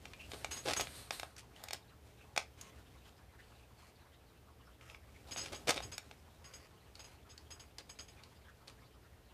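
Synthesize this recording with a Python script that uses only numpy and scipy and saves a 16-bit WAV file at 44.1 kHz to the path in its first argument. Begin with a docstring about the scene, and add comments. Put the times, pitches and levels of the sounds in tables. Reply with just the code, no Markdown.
"""A cat at a steel bowl of dry kibble in a quiet room, one small microphone close by, in mono.
Over the faint hum of an appliance, the first pellets snap and crumble; something brushes along the bowl
and a bit of metal, perhaps a collar bell, jingles. From about 2.5 s there is mostly soft, wet chewing.
A second burst of snaps, crunches and jingles comes at 5.3 s. After 6 s the metal jingles more faintly
and single pellets crack between the teeth."""
import sys
import numpy as np
from scipy import signal
from scipy.fft import rfft, irfft
from scipy.io import wavfile

SR = 44100
rng = np.random.default_rng(int(sys.argv[2]) if len(sys.argv) > 2 else 0)


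def inscribe(sig):
    """Save sig as 16-bit PCM at rate SR to the path in sys.argv[1].

    A 1-D sig is mono; a 2-D sig holds one channel per row.
    Samples are clipped to [-1, 1] before scaling.
    """
    pcm = np.round(np.clip(np.atleast_2d(sig).T, -1, 1) * 32767)
    wavfile.write(sys.argv[1], SR, pcm.astype(np.int16))


N = 411453
TIME = np.arange(N) / SR
EVENT_TIME = TIME[:SR // 4]
BASS_EDGE_HZ, TREBLE_EDGE_HZ = 1500, 5000  # the mid band lies between

# Levels in the tables are relative. Spectrum of the room tone: f/Hz, level/dB
AIR_SPECTRUM = [(20, -12.5), (70, 1.5), (170, -10), (800, -16.5), (1100, -21.5), (3000, -26.5), (7000, -34),
                (14500, -34.5)]
# appliance tones: f/Hz, level/dB, unsteadiness
HUM_TONES = [(62.3, -72.5, 0.78), (76, -72, 0.51), (118.3, -73, 0.54), (441, -79, 0.56)]
# strokes along the bowl: t/s, length/s, level/dB
BRUSH_STROKES = [(0.293, 0.1, -58), (0.506, 0.035, -51.5), (0.637, 0.34, -56.5), (0.94, 0.072, -59),
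                 (1.112, 0.025, -48)]
# their hiss: f/Hz, level/dB
BRUSH_SPECTRUM = [(300, 3), (3300, 3.5), (4200, 9), (5200, -1), (7400, -1), (8800, 7), (10200, -0.5),
                  (12500, -0.5), (14500, -16)]
# how hard the muzzle works in the food: t/s, level/dB
MUZZLE_EFFORT = [(0.0, -57), (0.65, -52.5), (1.25, -66), (2.65, -62.5), (4.5, -72.5), (5.7, -51.5),
                 (6.3, -65.5), (9.33, -66.5)]
# rustle of the heap: f/Hz, level/dB
RUSTLE_SPECTRUM = [(30, -4), (70, 15), (200, 1.5), (780, -4), (1000, -11), (3000, -14), (8000, -19),
                   (14000, -25)]
# mouth smacks that stand out: t/s, f/Hz, level/dB
LOUD_SMACKS = [(0.191, 2560, -52), (0.228, 2700, -57), (2.203, 2550, -62.5), (3.381, 1680, -60.5),
               (3.805, 1010, -66), (5.142, 2090, -62.5), (8.167, 2250, -62.5), (8.477, 1480, -60.5),
               (9.04, 1540, -66)]
# soft chews: t/s, length/s, level/dB
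SOFT_CHEWS = [(1.553, 0.13, -60.5), (2.573, 0.13, -63), (3.045, 0.05, -64), (3.387, 0.36, -70.5),
              (3.784, 0.12, -67.5), (4.809, 0.11, -63.5), (4.889, 0.075, -65.5), (5.269, 0.032, -57),
              (6.441, 0.23, -65), (6.946, 0.19, -65.5), (8.082, 0.28, -70.5)]
# shakes of the metal: t/s, length/s, level/dB
SHAKES = [(0.51, 0.022, -47.5), (0.562, 0.028, -52), (0.763, 0.012, -40), (0.796, 0.013, -45.5),
          (5.3093, 0.02, -50), (5.365, 0.054, -48.5), (5.545, 0.016, -55.5), (5.821, 0.02, -54.5),
          (5.916, 0.028, -55), (6.441, 0.017, -62.5), (6.535, 0.011, -57.5), (6.992, 0.019, -60.5),
          (7.041, 0.0085, -61), (7.291, 0.031, -65.5), (7.504, 0.018, -57), (7.595, 0.013, -60.5),
          (7.892, 0.012, -57.5), (7.987, 0.019, -55), (8.081, 0.011, -65)]
# its modes, in three groups: f/Hz, level/dB, t60/s
METAL_LOWER = [(4805, -10, .05), (5034, 0, .08), (5075, -4, .07), (5303, -8, .05)]
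METAL_UPPER = [(6500, -7, .08), (6599, 0, .12), (6652, -6, .09), (6870, -11, .05)]
METAL_TOP = [(7824, 0, .13)]
# lower group against upper, changing with how the metal lies: t/s, level/dB
METAL_BALANCE = [(0.55, -7), (0.78, -16), (5.3, -1.5), (8.1, 0)]
# rasp on the metal: f/Hz, level/dB
RASP_SPECTRUM = [(200, 0.5), (2000, -0.5), (3200, 4), (4300, -12.5), (7000, -1.5), (11000, -4.5),
                 (14500, -19)]
# the steel bowl, damped by its load: f/Hz, level/dB, t60/s
BOWL_MODES = [(370, 8, 0.061), (451.6, -14, 0.68), (602, 5, 0.043), (850, 4, 0.088), (1305, 7, 0.14)]
# resonances of kibble in the bowl: f/Hz, width/Hz, level/dB
KIBBLE_RESONANCES = [(640, 400, 7.5), (800, 192, 14), (1170, 1000, 1), (2390, 580, 9.5), (3690, 304, 5.5),
                     (4290, 260, 0), (5440, 750, -6.5), (6610, 400, -6), (8070, 3700, -15.5)]
# pellets cracking between the teeth: t/s, f/Hz, level/dB
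BITES = [(0.1344, 2450, -51.5), (1.365, 5750, -57), (1.562, 3020, -60), (2.612, 6600, -49.5),
         (4.8112, 2480, -60), (4.899, 2530, -54), (4.947, 2200, -53), (6.954, 4530, -55),
         (7.378, 4560, -53.5), (7.7835, 4600, -47.5), (8.2357, 4460, -56.5), (8.68, 4370, -54)]
# pellets crumbling: t/s, length/s, mid-band level/dB, weight/dB (above 0 shifting heap, below 0 crumbs)
PELLET_CRUNCHES = [(0.332, 0.0032, -50, 0), (0.654, 0.036, -43.5, 1.5), (0.679, 0.041, -41.5, -2.5),
                   (0.798, 0.0104, -42, -3.5), (0.815, 0.053, -64, -4.5), (1.378, 0.0088, -55.5, -22),
                   (1.726, 0.019, -51.5, -6.5), (2.384, 0.027, -54, -14), (5.41, 0.067, -53.5, -5.5),
                   (5.521, 0.012, -49, -3), (5.671, 0.012, -41, -1.5), (5.683, 0.017, -33.5, -2.5),
                   (5.758, 0.013, -46, -2), (7.785, 0.012, -56.5, -4), (8.673, 0.021, -58.5, -6)]
# their micro-fractures: f/Hz, level/dB
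CRUMB_SPECTRUM = [(60, -12.5), (230, -9), (370, -1), (560, 1.5), (1300, -8), (3000, -6), (7000, -15),
                  (10000, -17.5), (14500, -36)]
# pellets snapping or knocking: t/s, mid-band level/dB, knock/dB re mid band, treble/dB re mid band
PELLET_SNAPS = [(0.0546, -45, -7, -9.5), (0.317, -43.5, -9, -6), (0.4453, -34, -3.5, -7),
                (0.6834, -35.5, -2.5, -8), (0.7088, -37, 1, -4), (0.7345, -32.5, -7.5, -1.5),
                (0.7961, -36.5, 3, -14), (0.8092, -38, -15, 3.5), (0.871, -44.5, -9, -18),
                (1.107, -33.5, -3.5, -6), (1.197, -39, -7.5, -3), (1.2312, -41.5, 2.5, -9),
                (1.638, -53.5, 5.5, 10.5), (1.685, -44, -11.0, -3), (1.7075, -40.5, -5, -4.5),
                (1.7321, -38, -6, 2.5), (2.363, -36.5, -3, -6), (2.376, -25, -4.5, -6.5),
                (5.361, -43, -0.5, -18), (5.46, -42.5, -6, -9), (5.6805, -34.5, -7, -2),
                (5.6935, -28, -2.5, -2.5), (5.7055, -29, -2, -1), (5.711, -45, 3, 1), (5.7426, -43, -6, -1),
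                (5.7705, -45, -2, -17), (5.777, -35.5, -8, -15), (5.8033, -46, 4, -7), (5.98, -39.5, -9, 0),
                (6.1118, -49.5, -2, -11)]


def from_db(db):
    """Decibels to gain."""
    return 10 ** (np.asarray(db) / 20)


def rms(x):
    """Root mean square."""
    return np.sqrt(np.mean(x ** 2) + 1e-20)


def add(track, start, sound):
    """Mix a sound into a track, starting at a time in seconds."""
    i = int(start * SR)
    track[i:i + len(sound)] += sound[:N - i]


def drift(per_s):
    """Slow random wander, with a spread of about 1."""
    knots = rng.standard_normal(4096)
    return np.interp(TIME * per_s, np.arange(len(knots)), knots)


def cut(x, hz, kind, order=2):
    """Butterworth filter."""
    return signal.sosfilt(signal.butter(order, hz, kind, fs=SR, output="sos"), x)


def colour(x, spectrum):
    """Give a sound a smooth spectrum; rms 1."""
    hz, db = np.transpose(spectrum)
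    log_hz = np.log(np.fft.rfftfreq(len(x), 1 / SR) + 1)
    shaped = irfft(rfft(x) * from_db(np.interp(log_hz, np.log(hz), db)), len(x))
    return shaped / rms(shaped)


def resonate(x, hz, width_hz):
    """One resonance, with gain 1 at its peak."""
    radius = np.exp(-np.pi * width_hz / SR)
    feedback = [1, -2 * radius * np.cos(2 * np.pi * hz / SR), radius ** 2]
    return signal.lfilter(np.array([1, 0, -1]) * (1 - radius ** 2) / 2, feedback, x + 1e-18)


def ring(force, modes):
    """A force excites free modes, each a decaying sine."""
    hz, db, t60 = np.transpose(modes)[:, :, None]
    sines = from_db(db - 60 * EVENT_TIME / t60) * np.sin(2 * np.pi * hz * EVENT_TIME)
    return signal.fftconvolve(force, sines.sum(axis=0))[:len(force)]


def grains(per_s, spread_db, size=len(EVENT_TIME)):
    """Random tiny impacts of uneven strength."""
    strength = from_db(spread_db * np.minimum(rng.exponential(1, size), 4))
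    return strength * rng.choice([-1, 1], size) * (rng.random(size) < per_s / SR)


def stroke(length, rise_s, fall_s, age=EVENT_TIME):
    """An effort that builds, holds for a length and dies away."""
    return (1 - np.exp(-age / rise_s)) * np.exp(-np.maximum(age - length, 0) / fall_s)


def balance_bands(x, length, mid_db, bass_db, treble_db):
    """Set an event's mid-band level over its opening length, and its bass and treble against that."""
    bass = cut(x, BASS_EDGE_HZ, "low", order=3)
    mid = cut(x, [BASS_EDGE_HZ, TREBLE_EDGE_HZ], "band", order=3)
    treble = cut(x, TREBLE_EDGE_HZ, "high", order=3)
    gains = from_db(mid_db + np.array([bass_db, 0, treble_db]))
    return sum(gain * band / rms(band[:int(length * SR)]) for gain, band in zip(gains, (bass, mid, treble)))


def room_tone(air_db=-63, waver_per_s=9):
    """Still air and the wavering hum of an appliance lie under everything."""
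    bed = from_db(air_db) * colour(rng.standard_normal(N), AIR_SPECTRUM)
    for hz, db, unsteadiness in HUM_TONES:
        waver = 1 + unsteadiness * (drift(waver_per_s) + 1j * drift(waver_per_s))  # in level and phase
        tone = np.real(waver * np.exp(2j * np.pi * hz * TIME))
        bed += from_db(db) * tone / rms(tone)
    return bed


def room_reflections(x, t60=0.18, wet_db=-14, wall_hz=6000, gap_s=0.005):
    """The near wall and a small furnished room add a short, dull tail."""
    tail = cut(rng.standard_normal(len(EVENT_TIME)), wall_hz, "low", order=1)
    tail *= from_db(-60 * EVENT_TIME / t60) * (EVENT_TIME > gap_s)
    return x + from_db(wet_db) * signal.fftconvolve(x, tail / np.linalg.norm(tail))[:N]


def bowl_reflection(x, notches_hz=(940, 1780), width_hz=150, depth=0.62):
    """The reflection inside the bowl partly cancels two narrow bands, so knocks sound hollow."""
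    for hz in notches_hz:
        x = x - depth * resonate(x, hz, width_hz)
    return x


def brushing(rise_s=0.0083, fall_s=0.066, gain_db=-1):
    """Fine friction along the bowl hisses through two broad resonances, stroke by stroke."""
    pressure = sum(from_db(db) * stroke(length, rise_s, fall_s, age=np.maximum(TIME - start, 0))
                   for start, length, db in BRUSH_STROKES)
    return from_db(gain_db) * pressure * colour(grains(per_s=15000, spread_db=2.9, size=N), BRUSH_SPECTRUM)


def smack(hz, length=0.026, width_hz=480, edge_s=0.009, spittle_db=-5):
    """A brief wet squelch: one resonance of the mouth inside a broad fizz of saliva."""
    age = EVENT_TIME[:SR // 10]
    fizz = resonate(rng.standard_normal(len(age)), hz, width_hz=hz)
    cavity = resonate(resonate(fizz, hz, width_hz), hz, 2 * width_hz)
    squelch = cavity / rms(cavity) + from_db(spittle_db) * fizz / rms(fizz)
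    return squelch / rms(squelch) * stroke(length, edge_s, edge_s, age)


def muzzle(uneven_db=2.5, rustle_db=-3, smacks_per_s=45, soft_smacks_db=-73):
    """The heap gives under the muzzle with a dull rustle; the mouth smacks at changing pitches."""
    rustle = colour(grains(per_s=2500, spread_db=2.6, size=N), RUSTLE_SPECTRUM)
    effort_db = np.interp(TIME, *np.transpose(MUZZLE_EFFORT)) + uneven_db * drift(per_s=14)
    soft, loud = np.zeros(N), np.zeros(N)
    for when, pitch, force in rng.random((int(smacks_per_s * N / SR), 3)):
        gain = from_db(7 * (force - pitch))  # higher smacks are fainter
        add(soft, when * N / SR, gain * smack(hz=750 * 7 ** pitch))
    for start, hz, db in LOUD_SMACKS:
        add(loud, start, from_db(db) * smack(hz))
    return from_db(effort_db + rustle_db) * rustle + from_db(soft_smacks_db) * soft / rms(soft) + loud


def soft_chews(edge_s=0.004, change_db=3, pitch_spread=0.19):
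    """Damp pellets rub softly; the mouth shifts their resonances anew on every chew."""
    out = np.zeros(N)
    for start, length, db in SOFT_CHEWS:
        friction = grains(per_s=2500, spread_db=2)
        body = 0
        for hz, width_hz, peak_db in KIBBLE_RESONANCES:
            gain = from_db(peak_db + change_db * rng.normal())
            shifted_hz = hz * np.exp(pitch_spread * rng.normal())
            body += gain * resonate(friction, shifted_hz, width_hz)
        add(out, start, from_db(db) * body / rms(body) * stroke(length, edge_s, edge_s))
    return out


def jingles(rise_s=0.002, metal_db=-0.5, top_db=-10.5, rasp_db=1.6, mode_spread_db=0.5):
    """As the head bobs, a hard grain skitters over thin metal, rasping and setting close modes beating."""
    out = np.zeros(N)
    for start, length, db in SHAKES:
        lower_db = np.interp(start, *np.transpose(METAL_BALANCE))
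        touches = grains(per_s=2800, spread_db=0.36)
        force = touches * stroke(length, rise_s, fall_s=0.0048)
        metal = 0
        for modes, group_db in (METAL_UPPER, 0), (METAL_LOWER, lower_db), (METAL_TOP, top_db):
            varied = [(hz, mode_db + rng.normal(0, mode_spread_db), t60) for hz, mode_db, t60 in modes]
            tone = ring(force, varied)
            metal += from_db(group_db) * tone / rms(tone[:int(2 * length * SR)])
        rasp = colour(touches, RASP_SPECTRUM) * stroke(length / 2, rise_s / 2, fall_s=0.024)
        add(out, start, from_db(db) * (from_db(metal_db) * metal + from_db(rasp_db) * rasp))
    return out


def tooth_cracks(fracture_s=0.002, crumb=0.11, crumb_s=0.02, ring_q=8, fracture_db=-3):
    """A pellet cracks between the teeth: quick fractures, one short ring, then a trickle of crumbs."""
    out = np.zeros(N)
    breaking = np.exp(-EVENT_TIME / fracture_s) + crumb * np.exp(-EVENT_TIME / crumb_s)
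    for start, hz, db in BITES:
        fractures = cut(grains(per_s=9000, spread_db=1.8) * breaking, [hz / 5, hz * 1.7], "band")
        ringing = resonate(fractures, hz, hz / ring_q)
        for part, part_db in (fractures, db + fracture_db), (ringing, db):
            add(out, start, from_db(part_db) * part / rms(part[:SR // 200]))  # level of the first 5 ms
    return out


def crunches(bass_db=1.5, treble_db=-7.5, dulling=0.31, bowl_db=-54):
    """A pellet gives way in a dense run of micro-fractures that shake the bowl; heavier is duller."""
    out = np.zeros(N)
    for start, length, db, weight_db in PELLET_CRUNCHES:
        fractures = colour(grains(per_s=1700, spread_db=3.5), CRUMB_SPECTRUM)
        fractures *= stroke(length, rise_s=0.002, fall_s=0.014)
        crunch = fractures + from_db(bowl_db) * ring(fractures, BOWL_MODES)
        crunch = balance_bands(crunch, length, db, bass_db + weight_db, treble_db - dulling * weight_db)
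        add(out, start, crunch)
    return out


def kibble(force):
    """The hard, quickly dying resonances of pellets in the bowl, in alternating polarity."""
    return sum((-1) ** k * from_db(db) * resonate(force, hz, width_hz)
               for k, (hz, width_hz, db) in enumerate(KIBBLE_RESONANCES))


def snaps(splinter=0.086, splinter_s=0.0011, crumb=0.011, crumb_s=0.014, sheen_db=-20, bowl_db=-60):
    """Close to the microphone: one brittle break, then a spray of bright splinters and a few crumbs."""
    out = np.zeros(N)
    splinter_age = EVENT_TIME / splinter_s
    spray = splinter * splinter_age * np.exp(1 - splinter_age) + crumb * np.exp(-EVENT_TIME / crumb_s)
    contact = cut(signal.unit_impulse(len(EVENT_TIME)), 4000, "low", order=1)
    for start, db, knock_db, treble_db in PELLET_SNAPS:
        force = contact + cut(rng.standard_normal(len(spray)) * spray, 2500, "high")
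        sheen = from_db(sheen_db + treble_db) * cut(force, 2 * TREBLE_EDGE_HZ, "high")
        snap = kibble(force) + sheen + from_db(bowl_db) * ring(force, BOWL_MODES)
        add(out, start, balance_bands(snap, 0.005, db, knock_db, treble_db))
    return out


def scene():
    """The meal from close by, with the room behind it, the same in both channels."""
    in_bowl = bowl_reflection(snaps() + crunches())
    meal = in_bowl + tooth_cracks() + jingles() + muzzle() + soft_chews() + brushing()
    mono = room_reflections(meal) + room_tone()
    return np.stack([mono, mono])


def record(dry, low_hz=42, top_hz=14750):
    """The small microphone loses the deepest bass; the top is cut steeply."""
    thinned = cut(dry, low_hz, "high")
    return signal.sosfilt(signal.ellip(10, 0.1, 80, top_hz, fs=SR, output="sos"), thinned)


dry = scene()
out = record(dry)
inscribe(out)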